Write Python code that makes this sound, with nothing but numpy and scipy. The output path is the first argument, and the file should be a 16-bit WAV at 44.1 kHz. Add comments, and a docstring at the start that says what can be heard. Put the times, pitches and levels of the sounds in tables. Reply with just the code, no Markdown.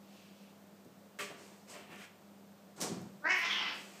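"""Cat clash at a cardboard box

Two cats on a wooden floor, in a live room with a low mains hum. Paws slap and scuff the box,
claws tick and slide down it, and a cat thumps onto the floor; each blow rings briefly.
Then one cat snarls: a short rough growl from the vocal folds opens into a hiss of forced air."""
import sys
import numpy as np
from scipy import signal
from scipy.fft import rfft, irfft
from scipy.io import wavfile
from scipy.ndimage import uniform_filter1d

SR = 44100
rng = np.random.default_rng(int(sys.argv[2]) if len(sys.argv) > 2 else 0)


def to_wav(sig):
    """Store sig (one row per channel, or 1-D mono) as 16-bit WAV at the path in sys.argv[1].

    Samples outside -1..1 are clipped; the rate is SR.
    """
    pcm = np.clip(np.atleast_2d(sig), -1, 1) * 32767
    pcm = np.round(pcm).astype(np.int16)
    wavfile.write(sys.argv[1], SR, pcm.T)  # frames by channels


N = 176400

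# Mains hum: pitch_hz, level_db, waver_ratio
HUM_PARTIALS = [(99.3, -78, .2), (199.5, -61.5, 0.525)]
# Room air: freq_hz, gain_db
AIR_SPECTRUM = [(62, -46), (90, -28), (125, -24.5), (170, -7.5), (210, -14.5), (260, -14), (420, -15.5),
                (630, -14.5), (850, -20), (1300, -24), (2000, -29), (3000, -31), (5000, -33.5),
                (8500, -35.5), (10200, -42.5), (12000, -36.5), (15000, -36)]
# Cat rearing up: time_s, level_db
BRUSH_ENVELOPE = [(0.02, -75.5), (.17, -63), (.36, -70.5), (.42, -67), (.52, -74)]
# Brushing: freq_hz, gain_db
BRUSH_SPECTRUM = [(1700, -13), (2700, 0), (3700, -5), (6000, -8.5), (12000, -22)]
# Claw catches: start_s, level_db
CLAW_TICKS = [(.848, -58), (1.189, -52), (1.699, -51), (1.716, -52), (1.959, -54), (2.8145, -31.5),
              (2.8215, -31), (3.017, -52)]
# Claw tick: freq_hz, gain_db
TICK_SPECTRUM = [(1500, -22), (6000, 1), (15000, -9)]
# Paws on floor and box: start_s, level_db, cutoff_hz
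FLOOR_HITS = [(.856, -45, 600), (1.89, -47, 560), (2.815, -36, 600), (2.862, -39, 600), (2.893, -34, 450),
              (2.911, -27, 380), (2.962, -35.5, 420), (3.001, -34.5, 350), (3.052, -36.5, 300)]
BOX_HITS = [(1.19, -45.5, 4300), (1.207, -44, 1300), (1.234, -42, 440)]
# Floor modes: freq_hz, gain_db, t60_s
BOARD_MODES = [(104.3, -16, 0.12), (141, -14, 0.15), (172, -13, .12), (195.5, -2.5, 0.17), (253, -7, 0.086),
               (331, -9, 0.093), (394, -8.5, 0.12), (480, -11, 0.14)]
# Box, room and microphone resonances that ring after a paw slap: freq_hz, gain_db, t60_s
SLAP_RESONANCES = [(409, 1, 0.19), (497.3, -8, .12), (578.4, 0, 0.09), (1169, -1, 0.23), (1820, -8, 0.1),
                   (2152, 2, 0.11), (2630, 5, 0.12), (2800, 2, 0.098)]
# Paw rubs: start_s, rise_s, hold_s, t60_s, body_db, rub_db, claw_db
SCUFF_STROKES = [(1.188, 0.0016, 0.013, 0.1586, -67, -40, -51),
                 (1.201, 0.0069, 0.015, 0.37, -56, -54.5, -51.5),
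                 (1.295, 0.0065, 0.015, 0.25, -53, -59, -81.5),
                 (1.363, 0.031, 0.049, 1.1, -63.5, -66, -63.5),
                 (1.671, 0.032, 0.0167, 0.31, -57, -58.5, -55.5),
                 (1.73, 0.0102, 0.0147, 0.7, -57.5, -56.5, -78),
                 (1.885, 0.046, 0.012, 0.1, -53.5, -55.5, -71),
                 (1.945, 0.067, 0.0365, 0.06, -79.5, -54, -63), (2.761, .004, 0.021, 1.3, -60.5, -70, -60),
                 (2.776, 0.011, .02, 0.24, -51.5, -65.5, -75.5),
                 (2.802, 0.0029, 0.0057, .08, -62, -65.5, -44),
                 (2.811, 0.0061, 0.019, 0.2671, -44, -49, -42),
                 (2.857, 0.005, 0.01, 0.03, -47.5, -70, -77.5),
                 (2.915, 0.0099, 0.026, 0.5, -53.5, -71, -80), (3.713, 0.044, 0.028, 1.7, -59, -61, -59.5),
                 (3.891, 0.086, 0.12, 7, -67.5, -66, -72.5)]
# Box body, paw rub, claw scratch: freq_hz, gain_db
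BODY_SPECTRUM = [(60, -46), (140, -5.5), (280, -5.5), (410, 0.5), (490, -4.5), (590, -2.5), (850, -6),
                 (1100, -9), (1600, -16), (5000, -48.5)]
RUB_SPECTRUM = [(150, -25), (500, -5.5), (880, -14), (1150, -4), (1400, -4), (1900, -0.5), (2800, -2),
                (3700, -10), (5000, -19.5), (8000, -18.5), (10500, -24.5), (15000, -23)]
CLAW_SPECTRUM = [(400, -24), (2000, -28), (3300, -8), (4700, -2.5), (6700, -1.5), (8200, -1.5),
                 (10000, -13.5), (12000, -13.5), (15000, -23)]
# Vocal folds: time_s, pitch_hz, level_db, roughness_ratio
GROWL_CONTOUR = [(3.219, 281.8, -66, 0.2), (3.234, 292.8, -48, 0.2), (3.254, 305.8, -30, 0.24),
                 (3.269, 325.2, -30, 0.26), (3.281, 347, -35.5, 0.3), (3.305, 373.3, -26.5, 0.4),
                 (3.328, 376, -28, 0.45), (3.355, 357, -34, 0.65), (3.398, 333, -40, .55),
                 (3.438, 343, -36, .33), (3.475, 329.2, -39, 0.4), (3.53, 306, -43, 0.35),
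                 (3.59, 292, -49, 0.4), (3.67, 292, -45, 0.4), (3.75, 280, -60, 0.5)]
# Mouth opening, scales the throat resonances: time_s, opening_ratio
MOUTH_OPENING = [(3.215, 0.59), (3.25, 0.775), (3.275, 0.885), (3.305, 0.99), (3.4, 0.97), (3.52, 1.035),
                 (3.595, 0.935), (3.68, 0.905), (3.78, .93)]
# Throat response at opening 1: freq_hz, gain_db
GROWL_SPECTRUM = [(150, -36), (320, -21), (470, -26), (740, -17), (1030, -7.5), (1280, -14.5), (1520, -10),
                  (1900, -2), (2170, 4), (2430, -6), (2650, -5), (3000, -9.5), (3500, -30), (4300, -27),
                  (5400, -18), (7000, -28), (9000, -46), (15000, -61)]
HISS_SPECTRUM = [(120, -47), (300, -5.5), (500, -21), (750, -12.5), (950, -7), (1200, -8.5), (1550, -6),
                 (1800, -10), (2150, -8), (2600, -4.5), (3120, -2.5), (3450, -5), (3900, -12), (4800, -12),
                 (5700, -11.5), (7000, -27), (9000, -37.5), (15000, -59)]
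# Air above the snarl: time_s, level_db
FIZZ_ENVELOPE = [(3.33, -70), (3.39, -54), (3.45, -71), (3.53, -63), (3.6, -73), (3.8, -68.5), (4.0, -76)]
# Fizz: freq_hz, gain_db
FIZZ_SPECTRUM = [(3000, -19), (8000, 0), (11000, -2), (13000, 3), (15000, -3)]
# Breath: time_s, level_db
HISS_ENVELOPE = [(3.34, -49.5), (3.42, -43.5), (3.455, -37.5), (3.49, -44), (3.515, -36.5), (3.56, -41.5),
                 (3.615, -38), (3.68, -41), (3.73, -45), (3.8, -60)]
# Bared-mouth resonance: time_s, centre_hz, level_db
MOUTH_RESONANCE = [(3.48, 3330, -57), (3.515, 3320, -33), (3.555, 3160, -42), (3.61, 2980, -37),
                   (3.655, 2800, -47), (3.73, 2850, -55)]
# Reverberation: freq_hz, t60_s
ROOM_DECAY = [(100, 0.56), (500, 0.56), (1500, 0.45), (4000, 0.509), (8000, 0.3), (12000, 0.24)]


def amp(db):
    """Decibels to gain."""
    return 10 ** (np.asarray(db) / 20)


def unit_rms(x):
    """Scale to rms 1."""
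    return x / np.sqrt(np.mean(x ** 2) + 1e-20)


def decay(age_s, t60_s):
    """Fall of 60 dB per t60_s."""
    return np.exp(-np.log(1000) * age_s / t60_s)


def at_hz(table, hz):
    """Interpolate over log frequency."""
    knots_hz, values = np.transpose(table)
    return np.interp(np.log(hz + 1), np.log(knots_hz), values)


def curve(table, column=1):
    """Control column at every sample."""
    table = np.array(table)
    return np.interp(np.arange(N) / SR, table[:, 0], table[:, column])


def envelope(table, column=1):
    """Gain from a dB column; silent outside its span."""
    t = np.arange(N) / SR
    return amp(curve(table, column)) * (t >= table[0][0]) * (t <= table[-1][0])


def colour(x, spectrum):
    """Filter by a spectrum; rms 1."""
    return unit_rms(irfft(rfft(x) * amp(at_hz(spectrum, np.fft.rfftfreq(N, 1 / SR))), N))


def noise(spectrum):
    """Coloured noise; rms 1."""
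    return colour(rng.standard_normal(N), spectrum)


def wander(rate_hz):
    """Random drift up to rate_hz; rms 1."""
    lowpass = 1 / (1 + (np.fft.rfftfreq(N, 1 / SR) / rate_hz) ** 4)
    return unit_rms(irfft(rfft(rng.standard_normal(N)) * lowpass, N))


def room_tone(air_db=-61):
    """Wavering mains hum over steady air noise."""
    t, hum = np.arange(N) / SR, np.zeros(N)
    for pitch_hz, level_db, waver in HUM_PARTIALS:
        drift = 1 + waver * (wander(13.7) + 1j * wander(6.76))
        hum += amp(level_db) * unit_rms((drift * np.exp(2j * np.pi * pitch_hz * t)).real)
    return hum + amp(air_db) * noise(AIR_SPECTRUM)


def brush():
    """Faint brushing as the cat rears up."""
    return envelope(BRUSH_ENVELOPE) * noise(BRUSH_SPECTRUM)


def claw_ticks(t60_s=0.012):
    """Claws catch for an instant: bright noise bursts."""
    t = np.arange(N) / SR
    bursts = sum(amp(db) * (t >= start_s) * decay(abs(t - start_s), t60_s) for start_s, db in CLAW_TICKS)
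    return bursts * noise(TICK_SPECTRUM)


def paw_hits(hits, modes, pad_rise_s=0.00974):
    """Paw blows excite brief resonances; a soft pad reaches only the low ones."""
    t, out = np.arange(SR // 2) / SR, np.zeros(N)
    mode_hz, gain_db, t60_s = np.transpose(modes)[:, :, None]
    polarity = (-1) ** np.arange(len(modes))[:, None]
    rings = polarity * amp(gain_db) * decay(t, t60_s) * np.sin(2 * np.pi * mode_hz * t)
    push = np.minimum(t / pad_rise_s, 1)
    for start_s, level_db, cutoff_hz in hits:
        excitation = 1 / np.hypot(1, (mode_hz / cutoff_hz) ** 2)
        out[round(start_s * SR):][:len(t)] += amp(level_db) * push * (excitation * rings).sum(0)
    return out


def friction(spectrum, slips_per_s=2400, slip_share=0.32):
    """Tiny slips over a smooth rub."""
    slips = unit_rms(rng.standard_normal(N) * (rng.random(N) < slips_per_s / SR))
    return colour(slip_share * slips + (1 - slip_share) * rng.standard_normal(N), spectrum)


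def scuffs():
    """Paw strokes swell, hold and fade, driving box body, rub and claw scratch."""
    t, gains = np.arange(N) / SR, np.zeros((3, N))
    for start_s, rise_s, hold_s, t60_s, *levels_db in SCUFF_STROKES:
        swell = np.clip((t - start_s) / rise_s, 0, 1)
        fade = decay(np.maximum(t - start_s - rise_s - hold_s, 0), t60_s)
        gains += amp(levels_db)[:, None] * swell * fade
    body, rub, claw = gains
    return body * friction(BODY_SPECTRUM) + rub * friction(RUB_SPECTRUM) + claw * friction(CLAW_SPECTRUM)


def throat(x, spectrum, dull_db, nasal_db=0, nasal_hz=696, dull_above_hz=2300, dull_span_hz=400):
    """Resonances rise and brighten as the mouth opens; dull_db and nasal_db are per unit closure."""
    hz, t, frames = signal.stft(x, SR, nperseg=512, noverlap=384)
    opening = np.interp(t, *np.transpose(MOUTH_OPENING))
    closure = np.maximum(1 - opening, 0)
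    scaled_hz = hz[:, None] / opening
    treble = np.clip((scaled_hz - dull_above_hz) / dull_span_hz, 0, 1)
    bass = 1 / (1 + (hz[:, None] / nasal_hz) ** 4)
    log_gain = np.log(amp(at_hz(spectrum, scaled_hz) + closure * (nasal_db * bass - dull_db * treble)))
    mirrored = np.vstack([log_gain, log_gain[-2:0:-1]])
    minimum_phase = np.exp(signal.hilbert(mirrored, axis=0).conj())[:len(hz)]
    voice = signal.istft(frames * minimum_phase, SR, nperseg=512, noverlap=384)[1][:N]
    return voice / np.sqrt(uniform_filter1d(voice ** 2, size=1024) + 1e-12)  # running rms 1


def growl(jitter=0.014, shimmer=0.4, spread_cycles=0.05467, puff_cycles=0.41, puff_cut_hz=1060):
    """Jittery vocal-fold pulses break up into puffs of noise."""
    cycles = np.cumsum(curve(GROWL_CONTOUR) * (1 + jitter * wander(rate_hz=112))) / SR
    # Higher harmonics leave the folds later.
    folds = unit_rms(sum(np.cos(2 * np.pi * k * (cycles - spread_cycles * k / 2)) for k in range(1, 24)))
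    puffs = (0.38 + np.exp(-(cycles % 1) / puff_cycles)) * rng.standard_normal(N)
    highpass = signal.butter(2, puff_cut_hz, "high", fs=SR, output="sos")
    puffs = unit_rms(signal.sosfilt(highpass, puffs))
    roughness = curve(GROWL_CONTOUR, column=3)
    drive = (1 - roughness) * folds * (1 + shimmer * wander(rate_hz=190)) + roughness * puffs
    return envelope(GROWL_CONTOUR, column=2) * throat(drive, GROWL_SPECTRUM, dull_db=62, nasal_db=46)


def fizz():
    """Thin airy noise above the snarl."""
    return envelope(FIZZ_ENVELOPE) * noise(FIZZ_SPECTRUM)


def hiss(half_width_hz=300, rasp_depth=0.28, rasp_hz=90):
    """Air forced through the open mouth, with a piercing resonance and a fluttering rasp."""
    breath = envelope(HISS_ENVELOPE) * throat(rng.standard_normal(N), HISS_SPECTRUM, dull_db=16.5)
    phase = 2 * np.pi * np.cumsum(curve(MOUTH_RESONANCE)) / SR
    band = unit_rms(wander(half_width_hz) * np.cos(phase) + wander(half_width_hz) * np.sin(phase))
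    resonance = envelope(MOUTH_RESONANCE, column=2) * band
    rasp = unit_rms(np.exp(rasp_depth * wander(rasp_hz)))
    return (breath + resonance) * rasp


def room(x, wet_db, predelay_s=0.003, tap_density=0.1):
    """Direct sound plus dense reflections; each band decays at its own rate."""
    taps = rng.standard_normal(SR) * (rng.random(SR) < tap_density) * (np.arange(SR) > predelay_s * SR)
    hz, t, frames = signal.stft(taps, SR, nperseg=256)
    tail = signal.istft(frames * decay(t, at_hz(ROOM_DECAY, hz)[:, None]), SR, nperseg=256)[1]
    reflections = signal.fftconvolve(x, tail / np.linalg.norm(tail))[:N]
    return (x + amp(wet_db) * reflections) / np.hypot(1, amp(wet_db))


def scene():
    """Snarl, box and floor in the room, over its steady tone; mono."""
    snarl = growl() + hiss() + fizz()
    box = scuffs() + claw_ticks() + paw_hits(BOX_HITS, SLAP_RESONANCES) + brush()
    floor = paw_hits(FLOOR_HITS, BOARD_MODES)
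    return (room(snarl, wet_db=-1.5) + room(box, wet_db=-5.5) + room(floor, wet_db=-7) + room_tone())[None]


def record(dry):
    """Small microphone: no deep bass, band-limited treble."""
    low_cut_hz, high_cut_hz = 44, 15400
    highpass = signal.butter(2, low_cut_hz, "high", fs=SR, output="sos")
    lowpass = signal.firwin(511, high_cut_hz, window=("kaiser", 9), fs=SR)
    return signal.oaconvolve(signal.sosfilt(highpass, dry), lowpass[None], "same")


dry = scene()
out = record(dry)
to_wav(out)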